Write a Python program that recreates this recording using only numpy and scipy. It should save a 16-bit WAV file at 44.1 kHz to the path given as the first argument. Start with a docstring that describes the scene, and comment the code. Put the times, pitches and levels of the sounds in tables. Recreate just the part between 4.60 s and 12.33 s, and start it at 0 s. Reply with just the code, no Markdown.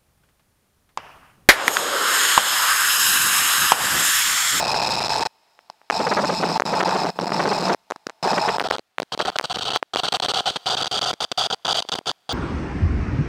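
"""A suction dredge, heard under water by a small camera in a sealed housing. Sand and gravel rush
through the steel nozzle, stones knock in the hose and the pump engine throbs. The slow, strong pressure
swings overload the microphone: its diaphragm (the thin skin that picks up sound) is pinned against
its stops again and again, so the sound cuts out, stutters and snaps."""
import sys
import numpy as np
from scipy.fft import rfft, irfft, next_fast_len
from scipy.io import wavfile
from scipy.ndimage import uniform_filter1d, map_coordinates

SR = 44100
rng = np.random.default_rng(int(sys.argv[2]) if len(sys.argv) > 2 else 0)


def to_wav(s):
    """Save 16-bit WAV."""
    ch = np.atleast_2d(s).T  # columns
    pcm = np.round(np.clip(ch, -1, 1) * 32767)  # PCM
    wavfile.write(sys.argv[1], SR, pcm.astype(np.int16))


N = 340893
T = np.arange(N) / SR

# how strong the flow is: (time [s], sand hiss [dB], nozzle roar [dB], hose boom [dB])
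FLOW_LEVELS = [(0.601, -27, -19, -26.5), (1.4, -31.5, -22, -20), (1.801, -32, -23.5, -7),
               (2.4, -30.5, -18.5, -13.5), (2.6, -36.5, -24.5, -6.5), (2.9, -30.5, -20.5, -13.5),
               (3.7, -30.5, -18, -17.5), (4.05, -33.5, -22.5, -32.5), (4.602, -29, -21, -21),
               (4.999, -28.5, -26.5, -34.5), (5.601, -23.5, -21, -29), (6.1, -25, -23.5, -31),
               (7.0, -24, -21.5, -28), (7.4, -25.5, -24.5, -28.5)]
# where housing and water ring, with the camera facing the nozzle, half turned or turned away:
# (pitch [Hz], width [Hz], level [dB])
ROAR_FACING = [(440, 170, -8.5), (694, 190, -1.5), (877, 118, 2.5), (940, 770, -13)]
ROAR_TURNED = [(450, 205, -5.5), (732, 182, 0), (1019, 116, -8.5), (1323, 310, -7.5)]
HISS_FACING = [(2534, 230, 2.5), (4080, 960, -3), (5145, 490, 4.5), (6920, 760, -11), (7990, 1200, -12.5),
               (12100, 4400, -30)]
HISS_HALF_TURNED = [(3166, 820, 0.5), (3970, 500, -4), (4525, 430, -2.5), (5700, 2100, -14),
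                    (8150, 580, -15), (11900, 5400, -43)]
HISS_TURNED = [(3300, 750, -2), (4685, 375, -2.5), (6080, 2000, -16), (8510, 330, -19)]
# stones that make the hose boom: (middle time [s], strength [dB])
STONE_KNOCKS = [(1.408, 7.5), (1.476, 8), (1.522, 9.5), (1.577, 10), (1.592, 5.5), (1.645, 9.5), (1.698, 7),
                (1.836, 9.5), (2.137, 10.5), (2.211, 10), (2.23, 9), (2.28, 4.5), (2.362, 6.5), (2.452, 6),
                (2.799, 9.5), (2.859, 7.5), (2.875, 4.5), (2.92, 8), (3.1, 5.5), (3.12, 9.5), (3.666, 4),
                (3.728, 3), (3.782, 7), (3.889, 11.5)]
# the engine's tones: (multiple of the firing rate, level [dB])
ENGINE_TONES = [(2, -11.5), (3, -19.5), (4, -20.5), (5, -18.5)]
# the sound cuts out; a short row inside a longer one lets a burst of sand through:
# (start [s], end [s], gain [dB])
CUTOUTS_AND_BURSTS = [(0.397, 0.404, -22), (0.472, 0.479, -22), (0.485, 0.494, -20), (0.635, 0.653, -28),
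                      (0.671, 1.317, -41), (1.0993, 1.1025, -16), (1.978, 2.053, -35), (2.217, 2.226, -22),
                      (2.238, 2.247, -24), (2.504, 2.558, -22), (2.574, 2.587, -22), (3.14, 3.627, -42),
                      (3.3602, 3.3635, -14), (3.97, 4.012, -36), (4.018, 4.038, -35), (4.075, 4.101, -40),
                      (4.113, 4.122, -38), (4.166, 4.4, -53), (4.403, 4.519, -45), (4.549, 4.591, -40),
                      (4.602, 4.612, -35), (4.626, 4.651, -17), (4.664, 4.67, -26), (4.702, 4.718, -40),
                      (4.718, 4.757, -23), (4.766, 4.828, -36), (4.857, 4.897, -22), (4.929, 4.94, -51),
                      (4.996, 5.009, -27), (5.174, 5.2, -33), (5.2, 5.335, -50), (5.342, 5.368, -41),
                      (5.348, 5.351, -6), (5.402, 5.434, -20), (5.468, 5.48, -14), (5.49, 5.522, -29),
                      (5.531, 5.538, -44), (5.57, 5.622, -39), (5.599, 5.603, -5), (5.663, 5.682, -27),
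                      (5.719, 5.737, -32), (5.808, 5.857, -19), (5.908, 5.959, -15), (5.971, 6.059, -27),
                      (6.153, 6.168, -24), (6.234, 6.243, -30), (6.249, 6.258, -20), (6.279, 6.312, -32),
                      (6.393, 6.413, -30), (6.514, 6.531, -35), (6.539, 6.604, -38), (6.65, 6.716, -37),
                      (6.724, 6.775, -36), (6.871, 6.901, -36), (6.946, 7.048, -39), (7.205, 7.288, -31),
                      (7.223, 7.227, -8), (7.295, 7.318, -38), (7.342, 7.353, -27), (7.36, 7.385, -17),
                      (7.39, 7.458, -42), (7.458, 7.468, -14), (7.503, 7.507, -26), (7.51, 7.5135, -30),
                      (7.5155, 7.692, -43)]
# near a stop the microphone flicks on and off:
# (start [s], end [s], gain when off [dB], random swing that shuts it)
CHATTER_SPANS = [(2.555, 2.718, -12, -0.29), (4.122, 4.165, -35, .3), (4.828, 5.14, -18, 0.7),
                 (5.617, 5.72, -47, .7), (6.07, 6.51, -29.5, 1.05), (7.06, 7.2, -36, 1.12)]
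# the diaphragm flips from one stop to the other: (time [s], strength [dB], sweep length [ms])
DIAPHRAGM_FLIPS = [(0.991, -32.5, 0.24), (1.216, -38, 0.28), (1.3008, -3.5, 0.24), (1.3028, -8.5, 0.32),
                   (1.3081, -5.5, 0.4), (1.999, -3, 0.35), (2.005, -8.5, 0.67), (2.021, -4, 0.33),
                   (2.037, -20.5, 1.5), (2.59, -5, 0.46), (2.721, -5.5, 0.47), (3.147, -6, .6),
                   (3.304, -19, 0.41), (3.31, -9.5, 0.39), (3.321, -13, 0.54), (3.469, -8.5, 1.1),
                   (3.49, -29, 0.46), (3.497, -19.5, 0.39), (3.5025, -25, 0.32), (3.984, -7, 0.4),
                   (3.998, -6.5, 0.14), (4.006, -7, 0.35), (4.025, -15, 1.2), (4.087, -16, 1.2),
                   (4.111, -2, 0.33), (4.184, -15, 0.51), (4.194, -16, 0.93), (4.384, -7, 0.23),
                   (4.401, -10.5, 0.74), (4.421, -12.5, 0.96), (4.43, -12, 1.86), (4.577, -15, 0.85),
                   (4.601, -6.5, 0.42), (4.605, -4.5, 0.41), (4.787, -2.5, 0.096), (4.797, -7, 0.32),
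                   (4.812, -14, 0.38), (5.161, -5.5, 0.44), (5.228, -6.5, 0.4), (5.36, -4.5, 0.64),
                   (7.251, -25, 0.67), (7.413, -31, 0.71)]

# the camera's moves: (start [s], end [s])
LEAVE_HOSE, TURN_ASIDE, TURN_AWAY = (.7, 1.3), (3.87, 4.195), (5.67, 6.42)
FIRING_HZ, HOSE_HZ = 27.1, 175.5


def amp(db):
    """Turn decibels into a number to multiply by."""
    return 10 ** (np.asarray(db) / 20)


def filtered(x, response):
    """Scale each frequency f in x by response(f)."""
    size = next_fast_len(N + SR // 2)
    return irfft(rfft(x, size) * response(np.fft.rfftfreq(size, 1 / SR)), size)[..., :N]


def wobble(rate):
    """A smooth curve through `rate` random points a second."""
    return map_coordinates(rng.standard_normal(N // 100), [T * rate])


def ringing(modes, grain_db=0):
    """Noise of average strength 1 that rings at the given pitches; grain_db makes it grainy."""
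    peak = lambda f, hz, width: (f * width) ** 2 / ((hz * hz - f * f) ** 2 + (f * width) ** 2)
    shape = lambda f: np.sqrt(sum(amp(2 * db) * peak(f, hz, width) ** 1.95 for hz, width, db in modes))
    grains = rng.standard_normal(N) * amp(grain_db * wobble(400))
    sound = filtered(grains, shape)
    return sound / np.sqrt(np.mean(sound ** 2) + 1e-20)


def flow(column):
    """One column of the flow table as a gain that sways by about 1 dB."""
    rows = np.array(FLOW_LEVELS)
    return amp(np.interp(T, rows[:, 0], rows[:, column]) + wobble(5))


def turn(span, before, after):
    """Fade from one sound to another as the camera turns."""
    angle = np.interp(T, span, [0, np.pi / 2])
    return np.cos(angle) * before + np.sin(angle) * after


def sand_and_gravel(sand_db=2.5, gravel_db=3):
    """Grains of uneven size make the housing ring; the tone changes as the camera turns."""
    turned_hiss = turn(TURN_AWAY, ringing(HISS_HALF_TURNED, sand_db), ringing(HISS_TURNED, sand_db))
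    hiss = turn(TURN_ASIDE, ringing(HISS_FACING, sand_db), turned_hiss)
    roar = turn(TURN_ASIDE, ringing(ROAR_FACING, gravel_db), ringing(ROAR_TURNED, gravel_db))
    near_hose = np.interp(T, LEAVE_HOSE, [1, 0])
    hiss += near_hose * amp(-13) * ringing([(2543, 88, 0)])  # a thin ring close to the hose
    puff = amp(4.9 * np.exp(-((T - 7.48) / .01) ** 2))  # a puff of sand hits the housing
    return flow(column=1) * puff * hiss + flow(column=2) * roar


def hose_boom(stone_half_s=.0095):
    """The water in the hose booms on one note; each stone swells it past what the microphone can take."""
    boom = flow(column=3) * ringing([(HOSE_HZ, 45, 0)])
    phase = 2 * np.pi * np.cumsum(HOSE_HZ * (1 + .16 * wobble(120))) / SR
    swell = sum(amp(db) * np.exp(-((T - s) / stone_half_s) ** 4) for s, db in STONE_KNOCKS)
    swell *= amp(2.3 * wobble(130))
    slow_push = .57 * wobble(70)
    return boom + swell * (np.sin(phase) + slow_push)


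def suction_surge():
    """The suction pulls unevenly and rumbles, a little more once the camera has turned."""
    return amp(np.interp(T, TURN_ASIDE, [-13.5, -12.5])) * wobble(90)


def engine_throb():
    """The engine's steady firing makes low tones, weaker away from the hose."""
    phase = 2 * np.pi * FIRING_HZ * T
    throb = sum(amp(db) * np.sqrt(2) * np.sin(multiple * phase + rng.uniform(0, 2 * np.pi))
                for multiple, db in ENGINE_TONES)
    return throb * amp(np.interp(T, LEAVE_HOSE, [0, -6]))


def diaphragm(pressure, stop=.6, hardness=8, fold=1.8):
    """The diaphragm follows the pressure; pushed past a stop, its signal falls back toward zero."""
    return pressure / (1 + np.abs(pressure / stop) ** hardness) ** (fold / hardness)


def camera_ticks(per_second=30, first_s=.012, pitch_hz=1700):
    """A faint, regular tick inside the camera: each is one short, dull swing."""
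    age = (T - first_s) % (1 / per_second)
    return amp(-59 - 60 * age / .002) * np.sin(2 * np.pi * pitch_hz * age)


def microphone_gain(close_until_s=.5, firing_db=-27):
    """When pinned, the microphone goes quiet within a millisecond; a gain of 1 means it is free."""
    stutters = (wobble(260) > 1.55) & (T >= close_until_s) & (T < TURN_AWAY[0])
    db = np.where(stutters, -20., 0)
    swing = wobble(170)
    for start, end, off_db, threshold in CHATTER_SPANS:
        db[(T > start) & (T < end) & (swing > threshold)] = off_db
    # close to the hose, each engine firing pins it for about 3 ms
    firings = np.arange(.0372, close_until_s, 1 / FIRING_HZ)
    for s in firings[1::2] - .009:  # every second firing also pins it just ahead
        db[np.abs(T - s) < .0065 / 2] = firing_db
    scatter_s = rng.uniform(-1, 1, (len(firings), 2)) * .0012
    for s, (late, longer) in zip(firings, scatter_s):
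        db[np.abs(T - s - late) < (.003 + longer) / 2] = firing_db
    for start, end, gain_db in CUTOUTS_AND_BURSTS:
        span = slice(round(start * SR), round(end * SR))
        db[span] = gain_db + 8 * np.exp(-(T[span] - start) / .0081)  # starts 8 dB higher, then settles
    return amp(uniform_filter1d(db, size=30))


def leaking_hiss(free):
    """The pinned microphone gives a broad hiss, which sinks as its gain gets very low."""
    shape = lambda f: np.sqrt((1 + (430 / (f + 30)) ** 4) / (1 + (f / 1500) ** 2))
    hiss = filtered(rng.standard_normal(N), shape)
    return amp(-34) * (1 - free) * free ** .53 * hiss


def snaps(sand, faint_db=-20):
    """The diaphragm flips from stop to stop, each time the other way, letting sand noise through."""
    out, half = np.zeros(N), 200
    t = np.arange(-half, half) / SR
    for k, (s, db, sweep_ms) in enumerate(DIAPHRAGM_FLIPS):
        here = slice(round(s * SR) - half, round(s * SR) + half)
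        grit = amp(1 - .6 * db) * (db > faint_db)  # weaker flips carry more sand, the faintest none
        pressure = -(-1) ** k * np.sinh(1200 * t / sweep_ms)
        snap = diaphragm(pressure + grit * sand[here])
        out[here] += amp(db + 2) * np.hanning(2 * half) * snap / np.abs(snap).max()
    return out


def scene():
    """Free, the diaphragm swings between its stops; pinned, it only leaks some sand, rumble and hiss."""
    sand = sand_and_gravel()
    rumble = hose_boom() + suction_surge()
    free = microphone_gain()
    swinging = diaphragm(sand + rumble + engine_throb())
    leaking = amp(-1.5) * (sand + rumble / 2)
    blend = free * swinging + (1 - free) * leaking
    return (free * blend + leaking_hiss(free) + snaps(sand))[None]


def record(dry):
    """The camera adds its tick, cuts the bass, rings a little near 4 kHz and drops the highest treble."""
    cut_hz, damping, ring_hz, width_hz, top_hz = 504, 1.88, 4040, 1460, 15900
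    low_cut = lambda f: -f * f / (cut_hz ** 2 - f * f + 1j * damping * cut_hz * f)
    ring = lambda f: 1 + .41j * f * width_hz / (ring_hz ** 2 - f * f + 1j * f * width_hz)
    high_cut = lambda f: np.clip((top_hz - f) / 600 + .5, 0, 1)
    return filtered(dry + camera_ticks(), lambda f: low_cut(f) * ring(f) * high_cut(f))


dry = scene()
out = record(dry)
to_wav(out)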